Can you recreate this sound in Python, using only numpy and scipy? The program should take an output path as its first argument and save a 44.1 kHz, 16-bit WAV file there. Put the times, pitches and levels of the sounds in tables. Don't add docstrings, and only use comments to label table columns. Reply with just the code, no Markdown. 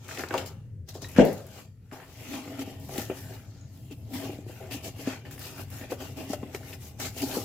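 import sys
import numpy as np
from scipy import signal
from scipy.fft import rfft, irfft, next_fast_len
from scipy.io import wavfile
from scipy.ndimage import uniform_filter1d, map_coordinates

SR = 44100
rng = np.random.default_rng(int(sys.argv[2]) if len(sys.argv) > 2 else 0)


def waveform_to_disk(signal):
    frames = np.transpose(np.atleast_2d(signal))
    scaled = np.clip(frames, -1, 1) * 32767
    samples = np.round(scaled).astype(np.int16)
    wavfile.write(sys.argv[1], SR, samples)


N = 328304

# frequency in Hz, level in dB.
HISS_TONE = [(1760, -23.5), (3000, -6.5), (3800, -1), (5120, 0.5), (7370, -1.5), (9000, -15.5),
             (11400, -13), (15100, -13), (16200, -31), (16500, -40.5)]
# frequency in Hz, level in dB.
SCRAPE_TONE = [(530, -13), (900, 0), (995, -2), (1120, -2), (1370, -3), (1490, -1.5), (1770, -4.5),
               (2010, -1), (2440, -1), (2840, -1.5), (3240, -3.5), (4000, -15.5), (5200, -18), (8800, -120)]
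# pitch in Hz, width in Hz, boost in dB.
CARD_CHANNELS = [(1366, 81, 3), (1800, 40, 8), (2436, 98, 2), (2780, 23, 7)]
# pitch in Hz, width in Hz, level in dB.
BOX_PANELS = [(376, 29, 4), (518, 62, -6), (636.4, 35, -2), (816.5, 69, -7)]
# time of full strength, then swell, hold and fade, all in seconds,
# then levels in dB for the hiss, top hiss, rasp, upper rasp, panels and air in the box.
STROKES = [(0.048, 0.15, 0.01, 0.396, -56.5, -65.5, -57, -64, -56, -59),
           (0.092, 0.057, 0.079, 0.182, -50, -55, -47, -53, -49, -54),
           (0.192, 0.066, 0.0027, 0.179, -46.5, -50, -39.5, -47, -37, -41.5),
           (0.283, 0.017, 0.016, 0.036, -56.0, -69.5, -65.5, -60.5, -63.0, -63),
           (0.341, 0.082, 0.0, 0.21, -51, -54, -36, -44, -32, -37.5),
           (0.389, 0.11, 0, 0.11, -43.5, -50, -48.0, -42, -46.0, -54),
           (0.459, 0.014, 0.0059, 0.092, -48, -50.5, -61, -53, -66, -71),
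           (0.889, 0.024, 0.0046, 0.1, -49.5, -55.5, -59.5, -61, -51.5, -54),
           (0.952, 0.0444, 0.00051, 0.13, -52, -57.5, -55.5, -63.5, -55, -49),
           (1.02, 0.037, 0.018, 0.19, -50, -56, -55, -59.5, -50.5, -51),
           (1.091, 0.024, 0.05, 0.405, -58.5, -57, -60, -56, -58, -65.5),
           (1.182, 0.045, 0.017, 0.182, -45, -57, -34, -35.5, -64, -52),
           (1.244, 0.022, 0, 0.398, -47.5, -52, -44.5, -57.5, -59, -57),
           (1.371, 0.013, 0.008, 0.03, -55, -64, -63, -67, -65.5, -64.0),
           (1.562, 0.24, 0.04, 0.13, -58, -60.5, -62, -57, -52, -58.5),
           (1.93, 0.031, 0.0046, 0.26, -59, -61, -47, -55.0, -45, -53),
           (2.02, 0.2, 0.019, 0.138, -74, -67, -53, -57.0, -70, -69),
           (2.23, 0.47, 0.122, 0.034, -57.5, -58.5, -55.5, -56, -53, -55),
           (2.339, 0.15, 0.026, 0.2, -49.5, -52.5, -50.5, -47, -46, -36),
           (2.455, 0.158, 0.13, 0.036, -58.5, -61.5, -54.5, -57, -47.5, -44),
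           (2.592, 0.018, 0.033, 0.034, -51.5, -52.5, -51, -49.5, -42, -34),
           (2.672, 0.238, 0.036, 0.23, -59.5, -61.5, -57.5, -54, -47, -46.5),
           (2.829, 0.19, 0.024, 0.041, -65, -61, -71, -59.5, -55.5, -48.5),
           (2.981, 0.21, 0.014, 0.19, -45, -44.5, -45.5, -46, -38.5, -43.5),
           (3.098, 0.037, 0.02, 0.11, -64, -60, -51, -51, -42.5, -44.5),
           (3.17, 0.126, 0.0011, 0.42, -54.5, -53.0, -57, -58.5, -63, -51),
           (3.297, 0.23, 0.046, 0.27, -60.5, -61.5, -55, -59, -49.5, -53.5),
           (3.58, 0.64, 0.001, 0.65, -66, -80, -68, -72.5, -61.5, -57.5),
           (3.747, 0.17, 0.15, 0.82, -71.5, -67.5, -73, -71, -67, -58.5),
           (3.923, 0.053, 0.001, 0.049, -61, -60.5, -58.5, -53.5, -51, -43.5),
           (4.142, 0.067, 0.021, 0.18, -49.0, -48, -50, -47.5, -58, -34.5),
           (4.251, 0.28, 0, 0.3, -52, -54, -49.5, -48.5, -38.5, -37.5),
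           (4.49, 0.08, 0.08, 0.48, -62, -62, -58.5, -59.5, -55.5, -58),
           (4.605, 0.056, 0.16, 0.42, -66.0, -67, -58, -61, -49, -61.5),
           (4.715, 0.02, 0.028, 0.11, -45.5, -47.5, -50, -43, -46.5, -41.5),
           (4.842, 0.041, 0.041, 0.071, -49, -50, -52.0, -51.0, -44, -44.5),
           (5.006, 0.144, 0.012, 0.178, -54.5, -54.0, -53.5, -53, -49, -45.5),
           (5.072, 0.067, 0.045, 0.16, -49, -55.5, -43.5, -46.0, -43, -50.0),
           (5.255, 0.028, 0, 1, -62.5, -66, -58, -58.0, -50, -51.5),
           (5.313, 0.014, 0.02, 0.171, -57.5, -53.5, -63.5, -59, -66, -54),
           (5.418, 0.094, 0.045, 0.28, -51.5, -51, -54.5, -50, -53.0, -60),
           (5.599, 0.171, 0.019, 0.085, -55.5, -52.5, -51, -55, -48.5, -49.5),
           (5.729, 0.11, 0.058, 0.2, -57, -55.0, -55.5, -54.0, -54, -52.0),
           (5.811, 0.027, 0.039, 0.11, -60, -63.5, -56, -52.5, -46.5, -47.5),
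           (5.906, 0.032, 0.02, 0.087, -50.5, -51.5, -47.5, -47, -40, -42.5),
           (6.004, 0.072, 0.042, 0.298, -53, -55, -55.0, -50.5, -46, -45.5),
           (6.169, 0.019, 0.041, 0.382, -55, -54.5, -54.5, -50, -44.5, -41),
           (6.31, 0.084, 0.029, 0.057, -47.5, -49.5, -53, -44.5, -42.5, -41.5),
           (6.434, 0.17, 0, 1, -67.0, -68.5, -67, -59, -49, -47),
           (6.546, 0.052, 0.015, 0.051, -50.5, -53, -49, -50.5, -46, -49.5),
           (6.698, 0.281, 0.043, 0.082, -55, -54.5, -55.5, -56, -51, -69),
           (6.82, 0.069, 0.058, 0.12, -57.5, -55.5, -63.5, -63, -59, -68.5),
           (7.0, 0.024, 0.071, 0.067, -42, -45.5, -47, -46.0, -42.5, -45.5),
           (7.184, 0.066, 0.047, 0.043, -44.5, -44.5, -49.0, -45, -45, -47.5),
           (7.225, 0.034, 0.015, 0.068, -44, -47.0, -59, -61, -35, -28),
           (7.358, 0.42, 0, 0.261, -42.5, -43, -43.5, -47.5, -37, -39)]
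def card_rubbing():
    hiss_gain, top_gain, rasp_gain, upper_gain, panel_gain, air_gain = map(
        stroke_gain, np.transpose(STROKES)[4:])

    fine = friction_noise(grain_db=1.0, grains_per_s=220, patchy_db=2.0)
    hiss_share = lambda f: 1 / (1 + (f / 8800) ** 12)
    hiss = unit_centre(filtered(fine, lambda f: amp(along(HISS_TONE, f)) * hiss_share(f)))
    top = unit_centre(filtered(fine, lambda f: amp(along(HISS_TONE, f)) * (1 - hiss_share(f))))
    hissing = (hiss_gain * hiss + top_gain * top) * grip(CREASES, depth_db=4, lead_s=0.024)

    coarse = friction_noise(grain_db=1.5, grains_per_s=170, patchy_db=3, patch_bins=3, patch_frames=20)
    boost_db = lambda f: sum(db * np.abs(resonance(f, hz, width)) ** 2 for hz, width, db in CARD_CHANNELS)
    card = lambda f: amp(along(SCRAPE_TONE, f) + boost_db(f))
    rasp_share = lambda f: 1 / (1 + (f / 2100) ** 8)
    rasp = unit(filtered(coarse, lambda f: card(f) * rasp_share(f)))
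    upper = unit(filtered(coarse, lambda f: card(f) * (1 - rasp_share(f))))
    scraping = (rasp_gain * rasp + upper_gain * upper) * grip(EDGE_SNAPS, depth_db=4, lead_s=0.018)

    slips = friction_noise(grain_db=2.5, grains_per_s=90, patchy_db=1.16)
    panel_notes = lambda f: sum((-1) ** k * amp(db) * resonance(f, hz, width)
                                for k, (hz, width, db) in enumerate(BOX_PANELS))
    panels = unit(filtered(slips, lambda f: panel_notes(f) * resonance(f, hz=664, width=700)))
    air = unit(filtered(slips, lambda f: resonance(f, hz=275.6, width=32.4) * resonance(f, 271, 100)))
    air = unit(air / np.abs(signal.hilbert(air[0])) ** 0.62)
    drumming = (panel_gain * panels + air_gain * air) * grip(BOX_BUMPS, depth_db=4.5, lead_s=0.019)
    return hissing + scraping + drumming


def stroke_gain(level_db, span_db=30):
    start, swell, hold, fade = np.transpose(STROKES)[:4, :, None]
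    t = np.arange(0, N, 64) / SR
    drop = np.maximum((start - t) / swell, (t - start - hold) / fade).clip(min=0)
    power = amp(level_db) ** 2 @ amp(-span_db * drop) ** 2
    return np.interp(np.arange(N) / SR, t, np.sqrt(power))


def grip(events, depth_db, lead_s):
    t = np.arange(N) / SR
    starts = np.sort(np.transpose(events)[0])
    wait = np.append(starts, 99)[np.searchsorted(starts, t)] - t
    return amp(-depth_db * np.exp(-wait / lead_s))


# frequency in Hz, likeness (1 is the same, 0 is unrelated).
STEREO_LIKENESS = [(60, 0.95), (180, 1), (550, 0.86), (1650, 0.43), (4970, -0.093), (15000, 0.064)]
def friction_noise(grain_db, grains_per_s, patchy_db, patch_bins=8, patch_frames=8):
    grainy = rng.standard_normal((2, N)) * amp(grain_db * wobble(grains_per_s))
    spectrum = signal.stft(grainy, nperseg=512)[2]
    patches = uniform_filter1d(rng.standard_normal(spectrum.shape[1:]), patch_bins, axis=0)
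    patches = uniform_filter1d(patches, patch_frames, axis=1)
    pair = signal.istft(spectrum * amp(patchy_db * unit(patches)), nperseg=512)[1][:, :N]
    spread = lambda hz: np.arccos(np.clip(along(STEREO_LIKENESS, hz), -1, 1)) / 2
    mid, side = filtered(pair, lambda hz: np.array([np.cos(spread(hz)), np.sin(spread(hz))]))
    return np.array([mid + side, mid - side])


# pitch in Hz, level in dB, seconds to fade by 60 dB.
BENCH_NOTES = [(169, -34, 0.57), (209, 0, .16), (255.6, 6, 0.16), (317, -6, 0.16), (386, -8, 0.34),
               (400, -11.5, .3), (496, 2, 0.2), (567, -4.5, 0.31), (603, -25.5, 0.39), (680, -29, 0.35),
               (784, -17.5, .28), (850, -14.5, .3), (877, -27, .35)]
# frequency in Hz, level in dB.
WOOD_TONE = [(76, -46.5), (130, -33), (163, -2.5), (225, -20), (259, -7), (333, -8), (606, -6),
             (950, -25.5), (1240, -62.5), (2090, -120)]
# start in seconds, strength in dB.
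LAMP_BLOWS = [(1.1626, -35), (1.1850, -10.5)]
def lamp_thump():
    push = np.hanning(round(0.0015 * SR))
    notes = np.convolve(sum(ring(*note) for note in BENCH_NOTES), push / push.sum())
    no_deep_bass = signal.butter(4, 140, "high", fs=SR, output="sos")
    notes = signal.sosfilt(no_deep_bass, notes)
    notes[:SR // 2] += ring(hz=48, db=-17, fade_s=0.2)
    mid, side = unit(filtered(rng.standard_normal((2, N)), lambda f: amp(along(WOOD_TONE, f))))
    roar = mid + 0.5 * side * [[1], [-1]]
    roar_rise_s, roar_fade_s = 0.01, 0.33
    out = np.zeros((2, N))
    for start, db in LAMP_BLOWS:
        t = np.maximum(np.arange(N) / SR - start, 0)
        out[:, round(start * SR):][:, :len(notes)] -= amp(db) * notes
        out += amp(db - 60 * t / roar_fade_s) * (1 - np.exp(-t / roar_rise_s)) * roar
    return out


def ring(hz, db, fade_s):
    t = np.arange(SR // 2) / SR
    return amp(db - 60 * t / fade_s) * np.sin(2 * np.pi * hz * t)


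# start in seconds, level in dB before muffling, pitch in Hz, seconds to fade by 60 dB.
BOX_BUMPS = [(.193, -32.5, 356, .053), (.235, -28, 358, 0.098), (.308, -29.5, 326, 0.04),
             (.341, -18, 530, .09), (.378, -26, 490, 0.061), (.952, -30.5, 444, 0.16),
             (1.024, -37, 267, 0.07), (1.921, -35, 266, .041), (2.477, -31, 280, 0.083),
             (2.674, -32.5, 253, 0.053), (2.891, -31, 750, 0.071), (2.982, -21, 249, 0.064),
             (3.097, -21, 380, 0.063), (3.111, -28, 514, 0.051), (3.908, -37, 268, .071),
             (4.227, -41, 293, .072), (4.292, -30.5, 290, 0.09), (4.386, -31.5, 290, 0.05),
             (4.463, -34.5, 360, 0.046), (4.494, -35, 480, 0.058), (4.744, -32.5, 268, 0.15),
             (4.878, -32, 258, 0.045), (4.991, -35, 298, 0.082), (5.072, -18.5, 262, 0.066),
             (5.812, -36, 250, .055), (5.918, -20.5, 469, 0.097), (6.299, -24, 253, .083),
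             (6.332, -21, 590, .042), (6.43, -27, 254, 0.064), (6.546, -26.5, 394, 0.034),
             (7.164, -35, 397, .08), (7.228, -29.5, 277, 0.096), (7.368, -18.5, 318, 0.072)]
def box_knocks(muffle_hz=910):
    bumps = bursts(BOX_BUMPS, sharpness=1.2, likeness=1.0, snap=1.73, delay_s=0.0014)
    return signal.sosfilt(signal.butter(4, muffle_hz, fs=SR, output="sos"), bumps)


# start in seconds, level in dB, pitch in Hz, seconds to fade by 60 dB.
EDGE_SNAPS = [(.0895, -31, 1610, 0.041), (.1109, -30, 1640, .042), (.1745, -26, 2220, 0.025),
              (.194, -26, 1610, .035), (.2369, -21.5, 1440, 0.038), (.3084, -22.5, 1540, .03),
              (.3406, -18.5, 937, 0.11), (.3785, -21.5, 2900, 0.041), (.8883, -48, 1370, .03),
              (1.0191, -43, 1030, .03), (1.0443, -33.5, 1820, 0.042), (1.1635, -24, 1660, 0.049),
              (1.1925, -17.5, 1570, .055), (1.914, -39.5, 1540, .09), (2.0004, -38, 1610, .03),
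              (2.3331, -35, 2670, .024), (2.892, -43, 1500, .025), (2.979, -27.5, 2850, 0.047),
              (3.0977, -42, 1340, 0.035), (4.137, -41.5, 2400, 0.033), (4.7094, -36, 2720, 0.071),
              (5.0722, -35, 1820, .03), (5.0968, -34, 2240, .03), (5.252, -40, 1740, 0.067),
              (5.31, -40, 1730, 0.041), (5.3795, -40, 1670, .033), (5.813, -38, 2000, 0.028),
              (5.9065, -39, 2180, .03), (5.9212, -30.5, 1050, 0.034), (6.071, -43.5, 1490, .02),
              (6.334, -30.5, 1310, 0.049), (6.4304, -41, 1050, 0.041), (6.548, -27.5, 2130, 0.022),
              (6.632, -46, 1500, .025), (6.7292, -33, 2670, 0.051), (6.995, -56, 3070, .03),
              (7.1766, -33.5, 3190, .033), (7.3128, -28.5, 3070, .03), (7.376, -36, 1110, 0.088)]
def card_clicks():
    return bursts(EDGE_SNAPS, sharpness=1.3, likeness=0.46, snap=1.7)


# start in seconds, level in dB, pitch in Hz.
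CREASES = [(.042, -44, 8950), (.0822, -31.5, 6060), (.185, -32, 6100), (.287, -31.5, 4470),
           (.3405, -24.5, 5000), (.38, -23, 4800), (.4614, -36.5, 7260), (.8884, -31, 6400),
           (0.9425, -40.5, 9080), (1.02, -31.5, 5900), (1.0864, -34.5, 8470), (1.1162, -38, 7700),
           (1.1643, -36.5, 5390), (1.2516, -26, 13040), (1.3294, -31.5, 12600), (1.38, -41, 5970),
           (1.4674, -39, 11800), (2.593, -37.5, 6770), (2.799, -42, 12100), (2.9802, -24.5, 7700),
           (3.9113, -40.5, 7340), (4.135, -34.5, 12200), (4.72, -35, 4640), (4.8433, -44, 6120),
           (5.31, -36.5, 14000), (5.38, -39, 8960), (5.393, -30, 12800), (5.7024, -35, 13300),
           (5.909, -41.5, 5500), (6.0008, -41, 4890), (6.1704, -40.5, 7800), (6.2936, -39, 6100),
           (6.3327, -28, 7070), (6.547, -30, 6100), (6.733, -32, 4460), (7.0, -28, 7200),
           (7.1603, -43, 5500), (7.2185, -27.5, 7100)]
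def crackles(fade_s=0.033):
    return bursts([(*row, fade_s) for row in CREASES], sharpness=0.27, likeness=0.3, snap=2.9)


# start in seconds, level in dB, pitch in Hz, seconds to fade by 60 dB.
PINGS_AND_SQUEAK = [(1.045, -39.5, 1885, 0.04), (1.045, -38.5, 3870, 0.043), (1.09, -51, 1980, 0.045),
                    (1.655, -64, 4620, 0.36), (1.655, -58, 7500, 0.14), (3.51, -61.5, 4400, .25),
                    (3.61, -51, 6700, 0.16)]
def pings_and_squeak():
    return bursts(PINGS_AND_SQUEAK, sharpness=17, likeness=0.6, snap=3)


def bursts(events, sharpness, likeness, snap, delay_s=0):
    out = np.zeros((2, N + SR))
    t = np.arange(SR // 5) / SR
    f = np.fft.rfftfreq(2 * len(t), 1 / SR)
    spread = np.arccos(likeness) / 2
    for start, db, hz, fade_s in events:
        mid, side = rng.standard_normal((2, len(t)))
        mid[0] = -snap * np.sqrt(SR / hz)
        puff = np.cos(spread) * mid + np.sin(spread) * side * [[1], [-1]]
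        puff *= amp(-60 * t / fade_s)
        width = hz / sharpness
        colour = resonance(f, hz, width) ** 2 + 1.2 * resonance(f, hz, width / 6.5) ** 2
        puff = irfft(rfft(puff, 2 * len(t)) * colour)[:, :len(t)]
        out[:, round((start + delay_s) * SR):][:, :len(t)] += amp(db) * puff / np.abs(puff).max()
    return out[:, :N]


# frequency in Hz, level in dB.
RUMBLE_TONE = [(15, -72), (25, -31.5), (64, -12.5), (72, -35.5), (78, -6), (102, -1), (149, -10),
               (180, -18.5), (217, -17.5), (317, -30.5), (476, -32), (936, -62), (1790, -51.5), (3430, -64),
               (7000, -61), (16000, -68)]
# time in seconds, level in dB.
RUMBLE_LEVELS = [(0.0, -50), (0.64, -42), (0.95, -44.5), (1.2, -40.5), (1.41, -45.5), (1.66, -49.5),
                 (2.65, -47), (2.82, -40.5), (2.98, -42), (3.6, -46), (4.37, -43), (4.43, -43), (5.12, -46),
                 (5.66, -42.5), (6.61, -44), (6.94, -43), (7.11, -41), (7.44, -45)]
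def building_rumble():
    level_db = np.interp(np.arange(N) / SR, *np.transpose(RUMBLE_LEVELS))
    noise = friction_noise(grain_db=-0.27, grains_per_s=2.2, patchy_db=0.5)
    return amp(level_db) * unit(filtered(noise, lambda f: amp(along(RUMBLE_TONE, f))))


# frequency in Hz, seconds to fade by 60 dB.
ECHO_FADES = [(150, 0.38), (600, 0.5), (2000, 0.57), (10000, 0.85)]
def wall_echo(sound):
    hz, t, noise = signal.stft(rng.standard_normal((2, SR // 2)), SR, nperseg=256)
    spread = np.arccos(np.clip(along(STEREO_LIKENESS, hz), 0, 1))[:, None] / 2
    stereo = np.cos(spread) * noise[0] + np.sin(spread) * noise[1] * [[[1]], [[-1]]]
    tail = signal.istft(stereo * amp(-60 * t / along(ECHO_FADES, hz)[:, None]), SR, nperseg=256)[1]
    delayed = np.pad(sound, (400, 0))[None]
    return signal.fftconvolve(delayed, tail / np.linalg.norm(tail[0]), axes=1)[:, :N]


def amp(db):
    return 10 ** (np.asarray(db) / 20)


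def unit(x):
    return x / np.sqrt(np.mean(x ** 2) + 1e-20)


def unit_centre(x):
    return x / np.sqrt(np.mean(x.mean(0) ** 2) + 1e-20)


def along(points, hz):
    f, values = np.transpose(points)
    return np.interp(np.log(hz + 1), np.log(f + 1), values)


def wobble(rate):
    return map_coordinates(rng.standard_normal(int(N * rate / SR) + 4), [np.arange(N) * rate / SR])


def filtered(x, response):
    size = next_fast_len(N + SR // 2)
    return irfft(rfft(x, size) * response(np.fft.rfftfreq(size, 1 / SR)), size)[..., :N]


def resonance(f, hz, width):
    return 1j * f * width / (hz * hz - f * f + 1j * f * width)


def scene():
    hits = lamp_thump() + box_knocks() + card_clicks() + crackles() + pings_and_squeak()
    return hits + amp(-10.5) * wall_echo(hits.mean(0)) + card_rubbing() + building_rumble()


# frequency in Hz, dB by which left is louder than right.
LEFT_LEAD = [(60, 1.5), (180, 2.0), (550, 3), (1650, 3), (4970, 2.5), (15000, 5.5)]
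def record(dry):
    ceiling, top_hz = 0.82, 15900
    rounded = dry / (1 + np.abs(dry / ceiling) ** 6) ** (1 / 6)
    balance = lambda hz: amp(np.array([[0.5], [-0.5]]) * along(LEFT_LEAD, hz))
    return filtered(rounded, lambda hz: balance(hz) * (hz < top_hz))


dry = scene()
out = record(dry)
waveform_to_disk(out)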